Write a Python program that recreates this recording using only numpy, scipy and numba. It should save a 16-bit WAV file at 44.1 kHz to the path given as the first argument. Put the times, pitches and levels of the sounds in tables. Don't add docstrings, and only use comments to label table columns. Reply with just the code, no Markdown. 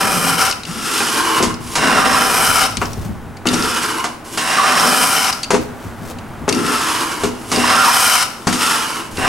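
import sys
import numpy as np
from scipy import signal
from scipy.fft import rfft, irfft, next_fast_len
from scipy.io import wavfile
from scipy.ndimage import uniform_filter1d, map_coordinates
from numba import njit

SR = 44100
rng = np.random.default_rng(int(sys.argv[2]) if len(sys.argv) > 2 else 0)


def wav_record(signal):
    frames = np.transpose(np.atleast_2d(signal))
    bounded = np.clip(frames, -1, 1)
    quanta = np.round(bounded * 32767).astype(np.int16)
    wavfile.write(sys.argv[1], SR, quanta)


N = 409236
TIME = np.arange(N) / SR


def undb(db):
    return 10 ** (np.asarray(db) / 20)


def unit(x):
    return x / np.sqrt(np.mean(x ** 2))


def span(start_s, end_s):
    return start_s + np.arange(int((end_s - start_s) * SR)) / SR


def add(out, start_s, x):
    i = max(int(start_s * SR), 0)
    out[i:i + len(x)] += x[:len(out) - i]


def fade(t, t60_s):
    return np.exp(-np.log(1000) * t / t60_s)


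def swell(t, centre, half_width):
    return np.exp(-((t - centre) / half_width) ** 2)


def contact(t, ramp_s=0.0088):
    return np.clip(np.minimum(t - t[0], t[-1] - t) / ramp_s, 0, 1)


def walk(n, rate_hz):
    hold = max(int(SR / rate_hz), 2)
    steps = np.repeat(rng.standard_normal(n // hold + 2), hold)
    return unit(uniform_filter1d(steps, hold))[:n]


def over_pitch(table, hz, column=1):
    rows = np.array(table, float)
    return np.interp(np.log(hz + 1), np.log(rows[:, 0]), rows[:, column])


def band(x, low_hz, high_hz):
    edges_hz = [low_hz, min(high_hz, SR / 2 - 1)]
    return signal.sosfilt(signal.butter(3, edges_hz, "band", fs=SR, output="sos"), x)


def zero_phase(x, order, hz, kind):
    return signal.sosfiltfilt(signal.butter(order, hz, kind, fs=SR, output="sos"), x)


def body(x, colour, modes=(), size=4096):
    hz = np.arange(size // 2 + 1) * SR / size
    modes_db = sum(lift / (1 + (2 * (hz - centre) / width) ** 2) for centre, width, lift in modes)
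    cepstrum = irfft(np.log(undb(over_pitch(colour, hz) + modes_db)))
    cepstrum[1:size // 2] *= 2
    cepstrum[size // 2 + 1:] = 0
    response = irfft(np.exp(rfft(cepstrum)))
    return signal.fftconvolve(x, response)[:len(x)]


def fibres(n, snaps_per_s, spread_db):
    snaps = rng.random(n) < snaps_per_s / SR
    signs = rng.choice([-1, 1], n)
    sizes = undb(spread_db * np.minimum(rng.exponential(size=n), 5))
    return unit(snaps * signs * sizes)


def shift_modes(x, depth_db=3.2, full_depth_hz=2500, size=512):
    hz, _, frames = signal.stft(x, nperseg=size)
    patches = rng.standard_normal(frames.shape)
    for _ in range(2):
        patches = uniform_filter1d(patches, size=2, axis=0)
        patches = uniform_filter1d(patches, size=14, axis=1)
    change_db = depth_db * np.minimum(hz / full_depth_hz, 1)[:, None] * unit(patches)
    return signal.istft(frames * undb(change_db), nperseg=size)[1][:len(x)]


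def ring_wood(force, colour, modes, place):
    early = body(force, colour, [(hz, width, db) for hz, width, db, _ in modes])
    late = body(force, colour, [(hz, width, db) for hz, width, _, db in modes])
    share = np.sin(np.pi / 2 * np.clip(place, 0, 1)) ** 2
    return shift_modes((1 - share) * early + share * late)


def balance(wood, judder_db, ring_db, hiss_db, top_db):
    judder = zero_phase(wood, 4, 540, "low")
    treble = zero_phase(wood, 2, 2600, "high")
    top = zero_phase(treble, 3, 7000, "high")
    parts = [(judder, judder_db, (140, 500)), (wood - judder - treble, ring_db, (700, 2000)),
             (treble - top, hiss_db, (2500, 6500)), (top, top_db, (7000, 14000))]
    return sum(part * undb(db) / np.std(band(wood, *core_hz)) for part, db, core_hz in parts)


# initial_lag_s, gain
CLOSE_ECHOES = [(0.00056, 0.11), (0.00108, 0.18), (0.00131, -0.17), (0.002, -0.16)]


def close_echoes(x, place, lag_growth=0.275):
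    stretch = 1 + lag_growth * place ** 2
    treble = zero_phase(x, 2, [1600, 7000], "band")
    return x + sum(gain * map_coordinates(treble, [np.arange(len(x)) - lag_s * stretch * SR], order=3)
                   for lag_s, gain in CLOSE_ECHOES)


# start_s, end_s, bite_s, ring_db, hiss_db, shaving_db,
# judder_db, loosest_place, judder_fall_db_per_length
CUT_STROKES = [(-0.5, 0.5, 0.2, -15.5, -24.5, -22.5, -25.5, 0.62, 23),
               (1.755, 2.667, 0.072, -13, -22, -20.5, -21.5, 0.11, 10.5),
               (4.375, 5.307, 0.25, -13.5, -20.5, -20, -23.5, 0.53, 25.5),
               (7.52, 8.23, 0.18, -13, -19, -18.5, -23, 0, 18.5),
               (9.18, 10.0, 0.071, -14, -26, -23, -26, 0.2, 15)]
# freq_hz, level_db
CUT_SPECTRUM = [(25, -48), (60, -30), (110, -20), (165, -3.5), (380, -6.5), (560, -4), (1200, 2.5),
                (1900, 0.5), (3600, -5.5), (7000, -4), (9800, 1), (12500, -6), (16000, -17)]
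# centre_hz, width_hz, early_lift_db, late_lift_db
CUT_RESONANCES = [(255, 34, 5, 4.5), (461.5, 16, 4.5, 8.5), (642, 25, 14.5, 6), (774, 73, 8.5, 10.5),
                  (1007, 54, 8, 9.5), (1080, 23, 15, -2), (1337, 243, 0.5, 12), (1550, 90, 10, -1),
                  (2170, 110, 4.5, 3.5), (2440, 110, 4, 6.5), (2810, 190, 9, 4.5), (3054, 140, 6.5, 8),
                  (3940, 180, 6.5, 3.5), (5290, 620, 6, 9.5), (5970, 95, -1, 8), (8460, 880, 3.5, 4),
                  (12100, 2100, -4, 4)]
# centre_s, half_width_s, change_db
HARD_SPOTS = [(0.288, 0.018, 3), (0.368, 0.0076, -8), (0.427, 0.055, 3.8), (2.627, 0.029, 1.5),
              (5.28, 0.02, -1.5), (5.314, 0.0063, -9)]


def cutting(burst_hz=420, grain_hz=55.33, exit_db=6.5, exit_s=0.012, run_out_db_per_s=126):
    out = np.zeros(N)
    for start, end, bite_s, ring_db, hiss_db, shaving_db, judder_db, loosest, fall in CUT_STROKES:
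        t = span(max(start, 0), end + 0.3)
        n = len(t)
        place = np.minimum((t - start) / (end - start), 1)
        force = fibres(n, snaps_per_s=9000, spread_db=1.5) * undb(walk(n, burst_hz) + walk(n, grain_hz))
        wood = ring_wood(force, CUT_SPECTRUM, CUT_RESONANCES, place / 0.72)
        shallow = np.clip(1 - (t - start) / bite_s, 0, 1)
        cut = balance(close_echoes(wood, place),
                      judder_db=judder_db - fall * abs(place - loosest),
                      ring_db=ring_db - 9 * shallow - 5 * place,
                      hiss_db=hiss_db - 4.5 * shallow + 2 * place,
                      top_db=shaving_db - 8 * (1 - swell(place, centre=0.72, half_width=0.26)))
        spots_db = sum(db * swell(t, centre_s, half_s) for centre_s, half_s, db in HARD_SPOTS)
        after_s = np.maximum(t - end, 0)
        release_db = exit_db * np.minimum(after_s / exit_s, 1) + run_out_db_per_s * after_s
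        add(out, t[0], cut * undb(spots_db - release_db) * contact(t))
    return undb(-0.23) * out


@njit
def resonate(x, centre_hz, width_hz):
    out = np.empty(len(x))
    band_state, low_state = 0., 0.
    for i in range(len(x)):
        tuning, damping = np.tan(np.pi * centre_hz[i] / SR), width_hz / centre_hz[i]
        passed = (band_state + tuning * (x[i] - low_state)) / (1 + tuning * (tuning + damping))
        band_state = 2 * passed - band_state
        low_state += 2 * tuning * passed
        out[i] = damping * passed
    return out


def stick_slip(glides, width_hz):
    out = np.zeros(N)
    for glide in glides:
        times_s, pitches_hz, levels_db = np.transpose(glide)
        t = span(times_s[0], times_s[-1])
        centre_hz = np.interp(t, times_s, pitches_hz)
        slips = fibres(len(t), snaps_per_s=3000, spread_db=2)
        tone = unit(resonate(resonate(slips, centre_hz, width_hz), centre_hz, width_hz))
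        envelope = undb(np.interp(t, times_s, levels_db)) * signal.windows.tukey(len(t), 0.15)
        add(out, times_s[0], tone * envelope)
    return out


# start_s, length_s, first_hz, last_hz, level_db
BOARD_GROANS = [(0.0, 0.39, 198, 165, -24.5), (0.678, 0.15, 160, 219, -28), (8.47, 0.12, 187, 198, -31)]


def groaning(gain_db=-2.5):
    glides = [[(start_s, first_hz, db), (start_s + length_s, last_hz, db)]
              for start_s, length_s, first_hz, last_hz, db in BOARD_GROANS]
    return undb(gain_db) * stick_slip(glides, width_hz=56.0)


# centre_s, half_width_s, level_db
BENCH_SHAKES = [(0.15, 0.44, -37.5), (1.483, 0.065, -33), (1.9, 0.43, -35.5), (2.876, 0.43, -29.5),
                (3.584, 0.13, -33), (5.575, 0.09, -32), (6.2, 0.42, -38), (7.27, 0.055, -30),
                (7.6, 0.13, -35), (8.55, 0.08, -39), (9.26, 0.13, -31)]
# freq_hz, level_db
RUMBLE_SPECTRUM = [(15, -4), (35, -11), (70, -1.5), (130, -1), (220, -12), (400, -21.5), (1000, -57),
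                   (4000, -80)]


def bench_rumble(tremble_db=-45.5, shake_gain_db=-2, sway_hz=26):
    force = rng.standard_normal(N) * undb(walk(N, sway_hz))
    shakes = sum(undb(db) * swell(TIME, centre_s, half_s) for centre_s, half_s, db in BENCH_SHAKES)
    return unit(body(force, RUMBLE_SPECTRUM)) * (undb(tremble_db) + undb(shake_gain_db) * shakes)


# freq_hz, level_db
AIR_SPECTRUM = [(20, -11.5), (100, -3.5), (260, 0.5), (500, -5.5), (850, -4), (1400, -8), (2500, -18),
                (4500, -27.5), (11000, -29.5), (16000, -39)]
# pitch_hz, level_db
SHOP_HUM = [(232, -44.5), (807, -50), (1475, -56), (3149, -68)]
# pitch_hz, level_db
SHOP_WHINE = [(15735, -67)]


def shop_noise(air_db=-37, swell_db=3.5, stereo_spread=0.39):
    common, left, right = (unit(body(rng.standard_normal(N), AIR_SPECTRUM)) for _ in range(3))
    air = common + stereo_spread * np.array([left, right])
    tones = sum(np.sqrt(2) * undb(db) * np.sin(2 * np.pi * hz * TIME + walk(N, rate_hz=12))
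                for hz, db in [*SHOP_HUM, *SHOP_WHINE])
    return air * undb(air_db + swell_db * swell(TIME, centre=6.53, half_width=1.7)) + tones


# start_s, level_db, centre_hz
CLICK_EVENTS = [(0.5105, -7, 5130), (0.525, -10, 2848), (0.6335, -17, 4000), (0.6514, -17.5, 2920),
                (1.5414, -17.5, 5160), (2.77, -6, 2690), (2.8544, -17, 5270), (2.9317, -19, 5680),
                (3.3694, -26.5, 2100), (3.4704, -2, 2900), (3.4872, -3, 3640), (3.54, -7, 5600),
                (3.624, -5.5, 5330), (5.3264, -10, 4950), (5.4316, -8.5, 4510), (5.4426, -12.5, 2700),
                (6.186, -25, 2840), (6.4903, -2.5, 5660), (6.526, -5.5, 2340), (6.547, -10.5, 5650),
                (6.664, -12, 2980), (7.5605, -5, 4930), (8.4756, -10, 4520), (9.1716, -14, 2630)]
# freq_hz, level_db
CRACK_SPECTRUM = [(800, -29), (2000, 6), (2900, 5.5), (6500, 7), (10000, 0.5), (16000, -27)]
# centre_hz, width_hz, lift_db
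FENCE_RESONANCES = [(2730, 220, 5), (3950, 240, 2.5), (4600, 510, 6), (5430, 220, -1.5), (6700, 350, 1)]


def clicks(width_hz=700, lift_db=11, t60_s=0.032):
    out, t = np.zeros(N), span(0, 1 / 8)
    for start_s, level_db, centre_hz in CLICK_EVENTS:
        burst = rng.standard_normal(len(t)) * fade(t, t60_s)
        click = body(burst, CRACK_SPECTRUM, [*FENCE_RESONANCES, (centre_hz, width_hz, lift_db)])
        add(out, start_s, undb(level_db) * click / np.abs(click).max())
    return out


# freq_hz, level_db
SOLE_SPECTRUM = [(25, -38), (55, -21), (120, -4.5), (300, 2), (600, -5.5), (1200, 1), (2000, -1.5),
                 (3800, -6), (7200, -9), (10000, -9.5), (12000, -14.5), (16000, -32)]
# centre_hz, width_hz, early_lift_db, late_lift_db
SOLE_RESONANCES = [(245, 52, 5.5, -4.5), (319, 83, 3, 13.5), (448, 53, 6, 11.5), (888, 34, 10.5, 11),
                   (1052, 180, 5, 15.5), (1338, 180, 14, 5), (1584, 43, 4, 7), (2400, 780, 2, 1.5),
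                   (2940, 270, 7.5, 6), (5230, 970, 6, 3), (6130, 220, 0, 2), (8500, 280, 3.5, -0.5)]


def rubbing(place, stick_db=0.5, stick_hz=300, grain_db=1.37, grain_hz=44.7):
    n = len(place)
    snaps = fibres(n, snaps_per_s=9000, spread_db=2)
    catch_db = stick_db * walk(n, stick_hz) + grain_db * walk(n, grain_hz)
    return ring_wood(snaps * undb(catch_db), SOLE_SPECTRUM, SOLE_RESONANCES, place)


# start_s, fastest_s, end_s, ring_db, hiss_db, judder_db, settle_db, rise_db_per_s,
# ring_fall_db_per_s, hiss_fall_db_per_s
RETURN_STROKES = [(0.66, 0.98, 1.387, -20, -20, -28.5, -4, 45.5, -7.5, 10.5),
                  (3.46, 3.783, 3.983, -20, -24.5, -31, 12.5, 9.5, 10, 16),
                  (6.49, 6.84, 7.26, -16.5, -21.8, -32.5, 18.5, 35.5, 24, 21.5),
                  (8.48, 8.654, 9.0, -16.5, -18.5, -34.5, 10.5, 66, 26, 34)]


def sliding_back(lead_s=0.17, travel_s=0.52, settle_s=0.24, stop_db_per_s=97, gain_db=-0.82):
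    out = np.zeros(N)
    for start, fastest, end, ring, hiss, judder, settle, rise, ring_fall, hiss_fall in RETURN_STROKES:
        t = span(start, end + 0.3)
        before_s, after_s = np.maximum(fastest - t, 0), np.maximum(t - fastest, 0)
        place = np.minimum((t - start) / (end - start), 1)
        sole = close_echoes(rubbing((t - start - lead_s) / travel_s), place)
        judder_db = judder + settle * swell(t, start, settle_s)
        ring_db = ring - rise * before_s - ring_fall * after_s
        hiss_db = hiss - rise * before_s - hiss_fall * after_s
        slide = balance(sole, judder_db, ring_db, hiss_db, top_db=hiss_db - 2.5)
        stopping = undb(-stop_db_per_s * np.maximum(t - end, 0))
        add(out, start, slide * stopping * contact(t))
    return undb(gain_db) * out


# pitch_hz, level_db, t60_s
BOARD_MODES = [(109.7, -9.5, 0.42), (179, -1.5, 0.15), (200, -1, 0.15), (243.1, -4.5, 0.59),
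               (310.5, -3, 0.28), (392.2, 2.5, 0.12), (437, -5.5, 0.26), (514, 2.5, 0.056), (668, 0, 0.09),
               (847, -3, 0.14)]


def board_thud(t, centre_hz, focus_db_per_octave=7, detune=0.017, push_s=0.00063):
    thud = np.zeros(len(t))
    for (hz, db, t60_s), chance in zip(BOARD_MODES, rng.standard_normal(len(BOARD_MODES))):
        gain = np.sign(chance) * undb(db - focus_db_per_octave * abs(np.log2(hz / centre_hz)))
        thud += gain * np.sin(2 * np.pi * hz * (1 + detune * chance) * t) * fade(t, t60_s)
    thud *= 1 - np.exp(-t / push_s)
    return thud / np.abs(thud).max()


# start_s, thud_db, clack_db, crack_db, thud_centre_hz
KNOCK_EVENTS = [(1.004, -11, -17, -23, 304), (1.402, -5, -24, -43, 335), (1.426, -0.5, -22, -15, 331),
                (1.754, -14, -17.5, -15, 458), (2.815, -13.5, -15.5, -29, 396), (3.455, -8, -22, -32, 213),
                (3.532, -6.5, -23, -20, 240), (4.041, -16.5, -17, -22, 336), (4.374, -15, -21.5, -19, 307),
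                (5.505, -1.5, -14.5, -17.5, 518), (5.532, 1, -24, -27, 480), (5.542, -4, -16, -23, 277),
                (6.479, 0.5, -17.5, -28, 433), (7.235, -1, -23, -21, 370), (7.516, -12, -19, -16.5, 226),
                (7.575, -5, -33, -34, 240), (8.47, -1.5, -15, -18, 207), (8.527, -29, -23, -18, 245),
                (9.18, -10, -27, -35, 304)]
# freq_hz, level_db
STOCK_SPECTRUM = [(200, -20), (550, -1), (900, 7.5), (1350, 6.5), (1900, -1), (2800, -3), (6000, -80)]


def knocks():
    out, t = np.zeros(N), span(0, 0.5)
    attack = t < 0.02
    for start_s, thud_db, clack_db, crack_db, centre_hz in KNOCK_EVENTS:
        thud = board_thud(t, centre_hz)
        clack = body(rng.standard_normal(len(t)) * fade(t, t60_s=0.13), STOCK_SPECTRUM)
        crack = body(rng.standard_normal(len(t)) * fade(t, t60_s=0.2), CRACK_SPECTRUM)
        add(out, start_s, undb(thud_db - 5) * thud)
        add(out, start_s, undb(clack_db - 1) * clack / np.std(clack[attack]))
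        add(out, start_s, undb(crack_db - 2) * crack / np.std(crack[attack]))
    return out


# start_s, level_db
BUMP_EVENTS = [(1.47, -14), (2.77, -17), (2.974, -14), (3.052, -15), (3.087, -16.5), (5.845, -17.5),
               (6.018, -18.5), (6.159, -27), (6.415, -20)]
# freq_hz, level_db
BUMP_SPECTRUM = [(25, -29), (70, 0), (130, -7), (230, -3), (400, -22.5), (1200, -38), (4000, -54)]


def bumps(t60_s=0.14, gain_db=-2):
    out, t = np.zeros(N), span(0, 1 / 3)
    for start_s, level_db in BUMP_EVENTS:
        bump = body(rng.standard_normal(len(t)) * fade(t, t60_s), BUMP_SPECTRUM)
        add(out, start_s, undb(level_db + gain_db) * bump / np.abs(bump).max())
    return out


# start_s, end_s, final_hiss_db
RUN_UP_GLIDES = [(1.599, 1.76, -30.5), (4.241, 4.381, -31.5), (7.382, 7.522, -34.5), (8.37, 8.48, -41),
                 (9.106, 9.186, -36)]


def run_ups(rise_db_per_s=80):
    out = np.zeros(N)
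    for start_s, end_s, final_db in RUN_UP_GLIDES:
        t = span(start_s, end_s)
        sole = balance(rubbing(np.ones(len(t))), judder_db=-1, ring_db=-1, hiss_db=0, top_db=0)
        add(out, start_s, sole * undb(final_db - rise_db_per_s * (end_s - t)) * contact(t))
    return out


# time_s, centre_hz, level_db
CHATTER_GLIDES = [
    [(1.84, 1390, -27), (1.98, 1340, -14.5), (2.12, 1096, -19), (2.2, 1110, -16)],
    [(4.5, 1970, -19), (4.55, 1540, -16), (4.6, 1118, -14), (4.68, 1260, -18), (4.84, 1050, -25),
     (4.9, 1096, -27)],
    [(7.63, 1050, -8), (7.68, 1100, -20), (7.75, 1330, -11.5), (7.82, 1370, -12.5), (7.88, 1003, -13),
     (7.94, 1100, -22)],
]


def chattering(gain_db=-2):
    return undb(gain_db) * stick_slip(CHATTER_GLIDES, width_hz=220.0)


# peak_s, level_db, rise_s, fall_s
RUSTLE_EVENTS = [(2.82, -30, 0.026, 0.15), (3.05, -36, 0.031, 0.024), (5.62, -35, 0.021, 0.045),
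                 (5.85, -37.5, 0.075, 0.05), (6.113, -30, 0.062, 0.013)]
# freq_hz, level_db
RUSTLE_SPECTRUM = [(100, -5), (300, 14), (1400, 5.5), (2500, -0.5), (6000, -1.5), (11000, -4), (16000, -8)]


def rustling(gain_db=-1):
    envelope = sum(undb(db) * np.exp(-np.maximum((peak_s - TIME) / rise_s, (TIME - peak_s) / fall_s))
                   for peak_s, db, rise_s, fall_s in RUSTLE_EVENTS)
    crackle = body(fibres(N, snaps_per_s=2500, spread_db=2.5), RUSTLE_SPECTRUM)
    return undb(gain_db) * envelope * unit(shift_modes(crackle))


# freq_hz, left_minus_right_db, left_lead_rad
STEREO_PATH = [(31, 2.5, -0.05), (121, 1, -0.55), (262, 5, 0.04), (552, 4, -0.04), (1255, 0.3, -0.44),
               (3410, 0.7, -0.32), (9000, -0.1, 0.088)]


def direct_path(x):
    size = next_fast_len(N + SR)
    hz = np.arange(size // 2 + 1) * SR / size
    tilt_db, lead_rad = over_pitch(STEREO_PATH, hz), over_pitch(STEREO_PATH, hz, column=2)
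    left = undb(tilt_db / 2) * np.exp(1j * lead_rad / 2)
    return irfft(rfft(x, size) * np.array([left, 1 / left]), size)[:, :N]


# place (0 far, 1 near), left_minus_right_db
PLANE_BEARING = [(0, -1.2), (0.35, -2.5), (0.68, 0.2), (0.9, 2.5), (1, 3.4)]


def passing(x):
    far = [(start, 0) for start, *_ in CUT_STROKES] + [(end, 0) for _, _, end, *_ in RETURN_STROKES]
    near = [(end, 1) for _, end, *_ in CUT_STROKES] + [(start, 1) for start, *_ in RETURN_STROKES]
    place = np.interp(TIME, *np.transpose(sorted(far + near)))
    pan_db = np.interp(place, *np.transpose(PLANE_BEARING))
    treble = zero_phase(x, 3, [900, 8500], "band")
    return x - treble + treble * undb(np.array([pan_db, -pan_db]) / 2)


# freq_hz, t60_s, level_db
WORKSHOP_REVERB = [(102, 0.22, -7), (304.6, 0.56, -1.5), (1200, 0.49, -7.5), (4030, 0.46, -7.5),
                   (7980, 0.47, -8.5), (14000, .2, -86)]


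def room(x, first_echo_s=0.002, near_db=-1, near_t60_s=0.07):
    t = span(0, 0.7)
    response = np.zeros((2, len(t)))
    near = undb(near_db) * fade(t, near_t60_s)
    for low_hz in 45 * 2. ** np.arange(9):
        centre_hz = low_hz * np.sqrt(2)
        tail = fade(t, over_pitch(WORKSHOP_REVERB, centre_hz))
        envelope = (t > first_echo_s) * (near + tail)
        echoes = rng.standard_normal((2, len(t))) * envelope / np.sqrt(np.sum(envelope ** 2))
        level_db = over_pitch(WORKSHOP_REVERB, centre_hz, column=2)
        response += undb(level_db) * band(echoes, low_hz, 2 * low_hz)
    return signal.fftconvolve(x[None], response, axes=1)[:, :N]


def scene():
    strokes = chattering() + groaning() + cutting() + sliding_back() + run_ups()
    work = strokes + knocks() + clicks() + bumps() + bench_rumble() + rustling()
    return passing(direct_path(work)) + room(work) + shop_noise()


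def record(dry, ceiling=1.6, cutoff_hz=15900):
    rounded = ceiling * np.tanh(dry / ceiling)
    return signal.sosfilt(signal.ellip(8, 0.2, 70, cutoff_hz, fs=SR, output="sos"), rounded)


dry = scene()
out = record(dry)
wav_record(out)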